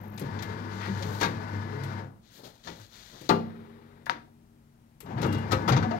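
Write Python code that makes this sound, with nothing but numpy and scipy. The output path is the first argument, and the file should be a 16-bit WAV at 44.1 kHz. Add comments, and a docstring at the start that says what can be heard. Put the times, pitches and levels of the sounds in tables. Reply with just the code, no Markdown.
"""A booklet maker in a small office, heard close and mostly on the left; its fan idles throughout.
A mains motor hums, a shaft squeaks, gears and rollers deliver a booklet amid clunks and coast to rest.
Hands pull the booklet off the tray and drop in new sheets; a faint fluttering whir fades after the thud.
A catch snaps, a relay restarts the motor, and joggers and staplers clunk in the sheet-metal case."""
import sys
import numpy as np
from scipy import signal
from scipy.fft import rfft, irfft, next_fast_len
from scipy.io import wavfile
from scipy.ndimage import map_coordinates

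SR = 44100
rng = np.random.default_rng(int(sys.argv[2]) if len(sys.argv) > 2 else 0)


def log_audio(samples):
    """Write samples as a 16-bit WAV file to the path given in sys.argv[1]."""
    # one column per channel
    frames = np.atleast_2d(samples).T
    # limit to full scale, then quantise
    limited = np.clip(frames, -1, 1)
    pcm = np.round(limited * 32767).astype(np.int16)
    wavfile.write(sys.argv[1], SR, pcm)


N = 264159

SPIN_UP_S, COAST_DB_PER_S = 0.078, 118.5
GRIP_S, RELEASE_DB_PER_S = 0.063, 247.5
# motor runs: on/s, off/s, hum/dB, rumble/dB, gear noise/dB
RUNS = [(-.3, 2.041, -46, -47, -57), (5.035, 6.2, -47, -39.5, -51.5)]
# clutch engagements: in/s, out/s, gear noise/dB
CLUTCH = [(.2, 1.988, -49), (5.167, 6.2, -51.5)]
# spectrum of struck steel parts: f/Hz, level/dB
STEEL = [(900, -25), (2000, -0.5), (2900, -5.5), (3700, 1), (5000, -2.5), (6500, -5), (8500, -29.5),
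         (12000, -36)]
# spectrum of a contact tick: f/Hz, level/dB
TICK = [(5000, -0.5), (8000, -1), (10000, -7), (11700, -0.5), (15500, -8)]


def amp(db):
    """Decibels to gain."""
    return 10 ** (np.asarray(db) / 20)


def unit(x):
    """Scale to rms 1."""
    return x / np.sqrt(np.mean(x ** 2) + 1e-20)


def along(points, hz):
    """Interpolate (f/Hz, value) points on a log axis."""
    freqs, values = np.transpose(points)
    return np.interp(np.log(hz + 1), np.log(freqs + 1), values)


def wobble(rate_hz, size=N):
    """Smooth random curve with knots at rate_hz."""
    knots = rng.standard_normal(int(size * rate_hz / SR) + 4)
    return map_coordinates(knots, [np.arange(size) * rate_hz / SR])


def filtered(x, response):
    """Apply a frequency response."""
    size = x.shape[-1]
    padded = next_fast_len(size + 8192)
    return irfft(rfft(x, padded) * response(np.fft.rfftfreq(padded, 1 / SR)), padded)[..., :size]


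def low_cut(x, edge_hz):
    """Fourth-order high-pass."""
    return signal.sosfilt(signal.butter(4, edge_hz, "high", fs=SR, output="sos"), x)


def coloured(x, spectrum):
    """Shape by a spectrum, to rms 1."""
    return unit(filtered(x, lambda hz: amp(along(spectrum, hz))))


def grains(depth_db, rate_hz, size=N):
    """White noise with a flickering level."""
    return rng.standard_normal(size) * amp(depth_db * wobble(rate_hz, size))


def tone(hz, drift, rate_hz, size=N):
    """Sine of rms 1; its pitch wanders by the fraction drift."""
    cycles = np.cumsum(hz * (1 + drift * wobble(rate_hz, size))) / SR
    return np.sqrt(2) * np.sin(2 * np.pi * (cycles + rng.random()))


def held(start_s, stop_s, rise_s, fall_db_per_s):
    """Envelope: rise, hold, decay."""
    t = np.arange(N) / SR
    return np.clip((t - start_s) / rise_s, 0, 1) * amp(-fall_db_per_s * np.maximum(t - stop_s, 0))


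def dying(x, decay):
    """Fade each frequency with its own t60."""
    hz, t, bins = signal.stft(x, SR, nperseg=256)
    t60 = np.maximum(along(decay, hz), .01)[:, None]
    return signal.istft(bins * amp(-60 * t / t60), SR, nperseg=256)[1][:len(x)]


def early(x):
    """Scale to rms 1 over the first 30 ms."""
    return x / np.sqrt(np.mean(x[:1300] ** 2) + 1e-20)


def struck(spectrum, attack_s, size=SR, decay=None):
    """One blow on a part with dense modes."""
    # decay of the case: f/Hz, t60/s
    case_decay = [(100, 0.74), (250, 0.3), (700, 0.2), (2000, 0.17), (5000, 0.061), (12000, 0.085)]
    t = np.arange(size) / SR
    ring = dying(coloured(rng.standard_normal(size), spectrum), decay or case_decay)
    return early(ring * (1 - np.exp(-t / attack_s)))


def ringing(modes, size=SR):
    """Clear modes of a part; strengths and phases vary per blow."""
    t = np.arange(size) / SR
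    hz, db, t60 = np.transpose(modes)[:, :, None]
    level = amp(db + 2 * rng.standard_normal(db.shape))
    phase = 2 * np.pi * rng.random(db.shape)
    ring = np.sum(level * amp(-60 * t / t60) * np.sin(2 * np.pi * hz * t + phase), axis=0)
    return early(ring * (1 - np.exp(-t * hz.min())))


def add(track, at_s, sound):
    """Mix a sound into the track."""
    part = track[max(round(at_s * SR), 0):][:len(sound)]
    part += sound[:len(part)]


def fan(air_db=-63):
    """Idling fan: wavering tones over a soft rush."""
    # fan tones: f/Hz, level/dB
    partials = [(54, -72), (115, -71), (222, -70.5), (349, -94)]
    # air rush: f/Hz, level/dB
    air = [(13, -49), (22, -17), (44, -7.5), (102, -13.5), (114, -11.5), (138, -12), (203, -12), (233, -16),
           (267, -16), (426, -27), (643, -23), (8250, -51.5), (15500, -55.5)]
    tones = sum(amp(db + wobble(1.3)) * tone(hz, 0.0032, 12) for hz, db in partials)
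    return tones + amp(air_db) * coloured(rng.standard_normal(N), air)


def hum_change_db(clutch_db=6.5):
    """The hum steps up with the clutch, swells on strokes and dips briefly after knocks."""
    # swells and dips: t/s, length/s, hum change/dB
    changes = [(0.227, 0.098, -14), (0.416, 0.072, -9), (0.464, 0.056, 3), (0.793, 0.52, 4),
               (1.51, 0.12, 8.5), (5.254, 0.15, 12.5), (5.5, 0.09, 11.5), (5.78, 0.099, 13)]
    t = np.arange(N) / SR
    coupled = sum(held(start, stop, GRIP_S, RELEASE_DB_PER_S) for start, stop, _ in CLUTCH)
    brief_db = sum(db * np.sin(np.pi * np.clip((t - s) / length, 0, 1)) for s, length, db in changes)
    return clutch_db * coupled + brief_db


def drive(pull_hz=100.15, hum_db=-1, rumble_db=1, uneven_db=3.2, rumble_share=0.18):
    """Magnetic pull hums at twice the mains rate and rollers rumble; load raises both."""
    # motor hum: harmonic number, level/dB
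    harmonics = [(1, 1), (2, -18), (3, -19)]
    # roller rumble: f/Hz, level/dB
    rollers = [(32, -55), (58, -18), (76, -2), (125, 5.5), (210, 3), (300, -5), (400, -11.5), (900, -8.5),
               (1500, -20), (4000, -62)]
    change_db = hum_change_db()
    hum = amp(hum_db + change_db) * sum(amp(db) * tone(k * pull_hz, 0.0021, 8.3) for k, db in harmonics)
    rumble = amp(rumble_db + rumble_share * change_db + uneven_db * wobble(5.8))
    rumble *= coloured(rng.standard_normal(N), rollers)
    return sum(held(on, off, SPIN_UP_S, COAST_DB_PER_S) * (amp(motor_db) * hum + amp(roll_db) * rumble)
               for on, off, motor_db, roll_db, _ in RUNS)


def gears(pinion_db=5.5, train_db=3):
    """Teeth chatter and sing at their meshing rates; backlash keeps the tones unsteady."""
    # gear and roller tones: f/Hz, level/dB
    mesh_tones = [(199, -6.5), (231.5, -4), (328, -10), (427, -6.5), (651, -13.5), (813, -21), (912, -9),
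                  (950, -12), (1071, -13.5), (1193, -15.5), (1497, -9), (1630, -17), (1712, -11),
                  (1782, -18), (2008, -18.5), (2094, -17.5), (2155, -21.5), (2356, -24)]
    # motor pinion: f/Hz, level/dB
    pinion = [(190, -15), (330, -2), (430, -4), (600, -5.5), (900, -6), (1320, -13.5), (1750, -14),
              (2200, -19), (2700, -22.5), (4800, -31.5), (7000, -36), (9400, -57.5), (12000, -42.5),
              (15500, -55.5)]
    # clutched train, brighter: f/Hz, level/dB
    train = [(190, -31), (330, -11), (430, -2), (600, -17.5), (900, -7), (1320, -9.5), (1750, -9.5),
             (2200, -18), (2700, -23), (4800, -24), (7000, -36), (9400, -45.5), (12000, -41), (15500, -47)]
    idle = sum(amp(db) * held(on, off, SPIN_UP_S, RELEASE_DB_PER_S) for on, off, _, _, db in RUNS)
    coupled = sum(amp(db) * held(start, stop, GRIP_S, RELEASE_DB_PER_S) for start, stop, db in CLUTCH)
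    whine = sum(amp(db) * unit(amp(2.6 * wobble(9)) * tone(hz, .0018, 14)) for hz, db in mesh_tones)
    chatter = idle * amp(pinion_db) * coloured(grains(1.4, 45), pinion)
    chatter += coupled * amp(train_db) * coloured(grains(1.4, 45), train)
    return chatter + (idle + coupled) * whine


def short_tones(judder_db=3.3):
    """Short uneven tones: groans and squeals while running, panels ringing after blows."""
    # tones: t/s, length/s, f/Hz, level/dB
    swells = [(0, 0.21, 204.4, -45), (0.58, 0.12, 247, -44.5), (0.69, 0.18, 196.3, -41),
              (0.86, .1, 199, -32.5), (1.007, 0.044, 551, -39.5), (1.0, 0.14, 427, -45),
              (1.62, 0.57, 137, -42), (1.98, 0.098, 534, -49.5), (1.66, 0.18, 429, -44),
              (2.702, 0.19, 108.5, -53), (5.17, 0.3, 2810, -52.5), (5.184, 0.27, 3330, -59),
              (5.525, 0.041, 133, -29), (5.68, .035, 1376, -30), (5.702, 0.081, 131, -19.5),
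              (5.825, 0.068, 736, -34.5), (5.86, 0.061, 226, -30.5), (5.912, 0.06, 700, -32.5)]
    out = np.zeros(N)
    for s, length, hz, db in swells:
        size = int(length * SR)
        judder = amp(judder_db * wobble(hz / 12, size))
        uneven = unit(judder * tone(hz, .014, hz / 14, size))
        add(out, s, amp(db) * signal.windows.tukey(size, .7) * uneven)
    return out


def squeak(stop_s=0.18, turn_hz=23.26, high_hz=13750, low_hz=12750, chirp_db=-58.5, rub_db=-65):
    """A dry shaft rubs and chirps twice a turn, high then low, until the lever trips."""
    t = np.arange(N) / SR
    swing = np.sin(2 * np.pi * turn_hz * (t - .006))
    high, low = (unit(amp(3 * wobble(120)) * tone(hz, .022, 2500)) for hz in (high_hz, low_hz))
    chirps = np.maximum(swing, 0) ** 4 * high + np.maximum(-swing, 0) ** 4 * low
    rub = unit(low_cut(rng.standard_normal(N), edge_hz=17000))
    return (amp(chirp_db) * chirps + amp(rub_db) * rub) * (t < stop_s)


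def clicks(trim_db=-2):
    """Relays and levers ring only their own small steel parts."""
    # light contacts: t/s, steel/dB, tick/dB, ring/dB
    contacts = [(0.1766, -48.5, -53, -74), (0.195, -71, -48, -54), (0.389, -48, -69, -84),
                (0.4222, -45, -48, -74), (1.0242, -42.5, -54.5, -74), (1.2015, -44.5, -56, -72),
                (1.835, -54, -51.5, -72), (3.2106, -63, -55.5, -72.5), (4.058, -53.5, -55.5, -74.5),
                (5.004, -66, -50, -55.5), (5.216, -45, -49, -68), (5.262, -59, -54.5, -72),
                (5.325, -49, -49, -70), (5.3452, -49.5, -75, -84), (5.383, -61, -59.5, -76)]
    # modes of small steel parts: f/Hz, level/dB, t60/s
    modes = [(7850, -11.5, 0.05), (11140, -3, 0.03), (11100, -1.5, 0.05), (11800, -0.5, 0.04),
             (13730, -7, 0.03)]
    out, size = np.zeros(N), SR // 4
    for s, steel, tick, ring in contacts:
        bright = amp(tick + trim_db) * struck(TICK, 0.001, size) + amp(ring) * ringing(modes, size)
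        add(out, s, amp(steel + trim_db) * struck(STEEL, 0.00099, size) + bright)
    return out


def clunks(panel_db=-7, boom_db=-5.5, knock_db=-4, frame_db=-6, clang_db=-5.5,
           steel_db=-1.5, linkage_db=-9, arm_spread=.09):
    """Joggers, stops and staplers strike: panels boom, the frame clangs, the part hit and steel ring."""
    # blows: t/s, clang/dB, boom/dB, knock/dB, steel/dB, tick/dB, ring f/Hz, ring/dB, ring t60/s
    blows = [(0.214, -46.5, -32, -36.5, -53, -82, 400, -44, 0.15),
             (0.49, -57.5, -40, -47, -57, -80, 437, -43.5, 0.2),
             (0.875, -46, -39.5, -41, -64.5, -82, 380, -42.5, 0.17),
             (1.21, -26.5, -40, -31.5, -34, -45, 937, -40, 0.32),
             (1.229, -27.5, -35, -31, -33.5, -47.5, 1626, -32.5, 0.13),
             (1.247, -33, -31, -36, -40.5, -53, 2188, -41, 0.073),
             (1.53, -67, -41.5, -48, -63, -84, 320, -48.5, 0.18),
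             (2.673, -43, -47, -47, -46.5, -80, 1743, -49, .06),
             (3.211, -64, -49.5, -46, -72.5, -74, 633, -61, 0.054),
             (4.066, -39, -56, -62, -67, -74, 1700, -43, 0.022),
             (4.097, -41.5, -47, -43, -45.5, -59, 1320, -43.5, .06),
             (5.03, -61, -45.5, -56, -83, -92, 407, -56, .1),
             (5.061, -48, -52, -64, -64, -85, 912, -66, 0.12),
             (5.182, -54, -35, -38, -59, -76, 713, -43, 0.093),
             (5.228, -36.5, -27.5, -28.5, -41.5, -59, 1410, -43, 0.094),
             (5.246, -31, -31.5, -25, -52, -61.5, 455, -34, 0.11),
             (5.325, -44, -32, -46, -69, -80.5, 310, -39, 0.23),
             (5.347, -44, -33, -39, -62, -80, 431, -44, 0.14),
             (5.51, -39, -38, -39, -43.5, -59, 1800, -43, 0.12),
             (5.518, -26.5, -33, -33, -34, -41, 1270, -31, 0.14),
             (5.529, -30.5, -31, -28.5, -44, -69, 522, -36.5, 0.21),
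             (5.678, -26.5, -30.5, -31.5, -36, -51.5, 1292, -31.5, 0.09),
             (5.688, -25.5, -28.5, -28.5, -36, -45, 805, -31, 0.072),
             (5.721, -28.5, -31.5, -31, -35.5, -57, 752, -32.5, 0.095),
             (5.765, -29, -27.5, -31, -37.5, -59, 950, -39, 0.12),
             (5.826, -31.5, -37, -34.5, -47.5, -64, 1490, -40, 0.08),
             (5.91, -33.5, -44, -35, -50.5, -90, 643, -36, 0.12)]
    # large panels, dense modes: f/Hz, level/dB
    panel = [(35, -34), (70, -28), (110, 14), (190, 6.5), (260, -1.5), (380, -17), (800, -56)]
    # large panels, clear modes: f/Hz, level/dB, t60/s
    panel_modes = [(72.7, -5.5, 0.34), (98.9, -13.5, 0.98), (139.8, 3, 0.35), (168.2, -7, 0.47),
                   (196.6, 5.5, 0.098), (228.3, -12, 1)]
    # hollow of the case: f/Hz, level/dB
    hollow = [(150, -24.5), (290, 4), (400, -1.5), (520, -1), (660, -13), (1200, -51)]
    # frame, dense modes: f/Hz, level/dB
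    frame = [(350, -13.5), (620, -1), (900, 7), (1350, 1), (2000, -4.5), (2700, -18), (4500, -52.5)]
    # frame, clear modes: f/Hz, level/dB, t60/s
    frame_modes = [(425, -2, .25), (486, -0.5, 0.099), (523, -1, .18), (672, 0, 0.12), (738, 0, .18),
                   (925, 10, 0.16), (1136, -1, 0.25), (1172, 5, 0.2), (1280, 5.5, 0.13), (1385, 2.5, .13),
                   (1555, -1.5, 0.15), (1600, -7, 0.19), (1798, -7, 0.099), (2010, -1, 0.08),
                   (2260, -10, 0.091), (2790, -6.5, .15)]
    # steel arms and rods: f/Hz, level/dB, t60/s
    linkage = [(3490, 1.5, 0.034), (4200, 0, .04), (4760, -3.5, 0.036), (5050, 1, 0.034),
               (5800, -5.5, 0.044), (6520, -9, 0.037)]
    out = np.zeros(N)
    for s, clang, boom, knock, steel, tick, ring_hz, ring, ring_t60 in blows:
        low = amp(boom) * (amp(panel_db) * struck(panel, 0.0018) + amp(boom_db) * ringing(panel_modes))
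        low += amp(knock + knock_db) * struck(hollow, 0.0012)
        mid = amp(clang) * (amp(frame_db) * struck(frame, 0.00062) + amp(clang_db) * ringing(frame_modes))
        mid += amp(ring) * ringing([(ring_hz, 0, ring_t60)])
        # each blow meets another arm
        arm = [(hz * (1 + arm_spread * rng.standard_normal()), db, t60) for hz, db, t60 in linkage]
        high = amp(steel) * (amp(steel_db) * struck(STEEL, 0.0069) + amp(linkage_db) * ringing(arm))
        high += amp(tick) * struck(TICK, .0006)
        add(out, s, low + mid + high)
    return low_cut(out, edge_hz=52.5)  # panels radiate little below their lowest mode


def paper(slide_fall_db_per_s=197.5, flap_db=-2, flap_rise_s=0.043, flap_fall_db_per_s=191):
    """Sheets hiss in fine grains as they slide, and flap as they bend."""
    # slides, by roller or hand: t/s, length/s, rise/s, hiss/dB, fizz/dB
    slides = [(0.697, 0.34, 0.049, -54, -72), (0.97, 0.28, 0.18, -52.5, -58.5),
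              (2.208, 0.095, 0.061, -64.5, -81), (2.3, 0.083, 0.065, -57, -62),
              (2.433, 0.03, 0.014, -55, -62.5), (2.53, 0.2, 0.023, -68, -83.5),
              (2.63, 0.074, 0.024, -53, -69.5), (2.725, 0.12, 0.087, -58, -68),
              (2.89, 0.38, 0.06, -54.5, -69.5)]
    # sliding hiss: f/Hz, level/dB
    hiss_band = [(530, -5), (900, -3), (1140, -5), (1690, 0), (2000, -3.5), (2690, -7.5), (3420, 1),
                 (4230, 1), (5310, -6.5), (6500, -4.5), (8750, -24), (15500, -30.5)]
    # treble fizz: f/Hz, level/dB
    fizz_band = [(5000, -29.5), (7500, -4.5), (10000, -7), (12000, 1.5), (15500, -1)]
    # bends in the hand: t/s, level/dB
    bends = [(2.361, -50.5), (2.428, -51), (2.642, -42), (2.75, -57), (3.109, -47.5)]
    # flapping sheet: f/Hz, level/dB
    flap_band = [(71, -23), (120, 2.5), (470, -3), (581, -2), (1120, -9.5), (1760, -16.5), (2000, -38.5),
                 (2600, -50.5), (4400, -120)]
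    fibres = grains(2, 900)
    hiss, fizz = coloured(fibres, hiss_band), coloured(fibres, fizz_band)
    slide = sum(held(s, s + length, rise, slide_fall_db_per_s) * (amp(db) * hiss + amp(fizz_db) * fizz)
                for s, length, rise, db, fizz_db in slides)
    flex = sum(amp(db) * held(s, s + flap_rise_s, flap_rise_s, flap_fall_db_per_s) for s, db in bends)
    return slide + amp(flap_db) * flex * coloured(rng.standard_normal(N), flap_band)


def scrape():
    """Paper rasps over sheet metal: the fold on the exit lip, later the stack on its guides."""
    # rubs: t/s, length/s, level/dB
    rubs = [(.79, 0.13, -41), (5.163, 0.07, -44), (5.286, 0.13, -55)]
    # metal lip: f/Hz, level/dB
    lip = [(400, -25), (900, -2.5), (1400, 2.5), (1900, 1.5), (2800, -8.5), (4500, -12.5), (7000, -31),
           (10000, -35.5)]
    out = np.zeros(N)
    for s, length, db in rubs:
        size = int(length * SR)
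        rasp = coloured(grains(2, 283, size), lip)
        add(out, s, amp(db) * signal.windows.tukey(size, .6) * rasp)
    return out


def booklet_pull(rise_s=.018, fall_db_per_s=260):
    """Two tugs drag the booklet off the tray: its edge bites, the folded sheets resound."""
    # tugs: t/s, length/s, level/dB
    tugs = [(2.372, .03, -62), (2.426, 0.034, -49.5)]
    # dragged booklet: f/Hz, level/dB
    drag = [(120, -14), (250, 0), (480, -4), (595, 6.5), (700, -4), (1000, -16), (2000, -25), (3400, -16),
            (4250, -7), (5400, -18), (9000, -42)]
    rasp = coloured(grains(2.46, 300), drag)
    return rasp * sum(amp(db) * held(s, s + length, rise_s, fall_db_per_s) for s, length, db in tugs)


def whir(start_s=3.275, stop_s=4.02, level_db=-51, fade_db_per_s=15, flutter_hz=22, flutter_db=0.9):
    """A faint fluttering whir that fades after the stack's thud."""
    # whir spectrum: f/Hz, level/dB
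    band = [(180, -38.5), (300, -9), (422, -6), (638, -13), (1140, -13.5), (1260, -15), (2080, -19),
            (2650, -28.5), (3830, -27), (9000, -56.5), (11700, -42), (15500, -47)]
    t = np.arange(N) / SR
    flutter = amp(flutter_db * tone(flutter_hz, 0.086, 7.7)) * coloured(rng.standard_normal(N), band)
    fade = amp(level_db - fade_db_per_s * (t - start_s))
    return held(start_s, stop_s, SPIN_UP_S, COAST_DB_PER_S) * fade * flutter


def stack_drop(at_s=3.2905, edge_db=-34, thud_db=-22, tray_db=-22, attack_s=.0005, edge_t60_s=0.035):
    """The stack's edge ticks, its sheets thud home, the tray rings; low steel tones last for seconds."""
    # first touch of the edge: f/Hz, level/dB
    edge = [(1500, -24.5), (3000, -11), (4200, 3.5), (5000, -8), (7000, -13.5), (9000, -27), (15500, -25.5)]
    # bunches of sheets landing: delay/s, level/dB
    landings = [(.003, -0.5), (.0078, -3.5), (0.0117, -9)]
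    # thud on the stop: f/Hz, level/dB
    thud = [(50, -14), (130, -5.5), (280, 3.5), (450, 3), (700, 1), (1300, -1.5), (2000, -9), (2600, -15.5),
            (4200, -12.5), (6500, -27), (9000, -38), (12000, -33.5), (15500, -36.5)]
    # thud decay: f/Hz, t60/s
    thud_decay = [(100, .25), (250, 0.24), (700, 0.22), (2000, 0.14), (5000, 0.075), (12000, 0.11)]
    # feed tray modes: f/Hz, level/dB, t60/s
    tray = [(103, -12, 0.9), (136, -6.5, 0.45), (167, 0, 0.65), (199, -1, 0.65), (226.7, -1.5, 0.7),
            (301, -3.5, .3), (396.8, 2, 0.3), (499.5, -3, 0.32), (732, -3.5, 0.31), (876, 5, 0.21),
            (900, 2.5, 0.12), (1180, 5, 0.12), (1370, -4, 0.16), (1413, -1, 0.16), (2050, -8, .1),
            (2832, -19, 0.24), (3250, -19, 0.181)]
    # barely damped steel: f/Hz, level/dB, t60/s
    afterring = [(95, -55, 7.2), (142, -55, 8), (182, -61, 8.1), (225, -54, 2.7), (234, -51.5, 8.9),
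                 (312, -61.5, 6.8), (408, -50.5, 3.28)]
    out, t = np.zeros(N), np.arange(N) / SR
    add(out, at_s, amp(edge_db) * struck(edge, attack_s, decay=[(4000, edge_t60_s)]))
    for delay, db in landings:
        add(out, at_s + delay, amp(thud_db + db) * struck(thud, attack_s, decay=thud_decay))
    add(out, at_s + landings[0][0], amp(tray_db) * ringing(tray))
    add(out, at_s, sum(amp(db - 60 * t / t60) * np.sin(2 * np.pi * hz * t) for hz, db, t60 in afterring))
    return out


def catch(at_s=4.097, snap_hz=1450, snap_db=-10.2, tip_db=-23, cover_db=-34):
    """The catch snaps home: one push and rebound, sharpened by edge and tip; its cover rings."""
    # cover modes: f/Hz, level/dB, t60/s
    cover = [(750, 1.5, 0.04), (953, 1.5, 0.06), (1070, -7.5, 0.07), (2200, -5, .025)]
    cycles = (np.arange(N) / SR - at_s) * snap_hz
    push = -np.sin(2 * np.pi * cycles) * np.exp(-2 * cycles ** 2)
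    edge = -np.sin(2 * np.pi * 2.2 * cycles) * np.exp(-18 * cycles ** 2)
    tip = -np.sin(2 * np.pi * 6 * cycles) * np.exp(-200 * cycles ** 2)
    out = amp(snap_db) * (push + 0.61 * edge + amp(tip_db) * tip)
    add(out, at_s, amp(cover_db) * ringing(cover))
    return out


def office(x, wet_db=-10, lag_s=0.00042):
    """Sound reaches the left microphone first; above the bass the right gets much of it off the walls."""
    # room decay: f/Hz, t60/s
    room = [(150, 1), (1000, 0.32), (5000, 0.33), (12000, 0.29)]
    # left-right likeness: f/Hz, coherence
    likeness = [(100, 1), (250, .97), (500, .88), (1000, .78), (4000, .65), (10000, .3)]
    tails = np.array([dying(rng.standard_normal(SR // 2), room) for _ in range(2)])
    tails /= np.linalg.norm(tails[0])
    echo = signal.fftconvolve(np.pad(x, (60, 0))[None], tails, axes=1)[:, :N]
    left = x + amp(wet_db) * filtered(echo[0], lambda hz: 1j * hz / (1j * hz + 700))  # high-pass
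    direct = filtered(left, lambda hz: along(likeness, hz) * np.exp(-2j * np.pi * hz * lag_s))
    diffuse = filtered(echo[1], lambda hz: np.sqrt(1 - along(likeness, hz) ** 2))
    return np.array([left, direct + diffuse])


def scene(mic_noise_db=-74):
    """Machine and paper in the office; the right microphone is shaded, most in the treble."""
    # shading: f/Hz, left minus right/dB
    shading = [(60, 6), (110, 2.5), (200, 3.5), (380, 7), (700, 8.5), (1290, 15.5), (2380, 13.5),
               (4400, 22.5), (8120, 31.5), (15000, 15.5)]

    def balance(hz):
        right = amp(-along(shading, hz))
        return 2 * np.array([np.ones_like(hz), right]) / (1 + right)

    sustained = drive() + gears() + short_tones() + squeak() + whir() + fan()
    impacts = clunks() + stack_drop() + clicks() + catch()
    sheets = paper() + scrape() + booklet_pull()
    pair = filtered(office(sustained + impacts + sheets), balance)
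    return pair + amp(mic_noise_db) * rng.standard_normal((2, N))


def record(dry, top_hz=15800):
    """Fades of a few milliseconds at both ends, then a band limit."""
    return filtered(dry * signal.windows.tukey(N, .001), lambda hz: hz < top_hz)


dry = scene()
out = record(dry)
log_audio(out)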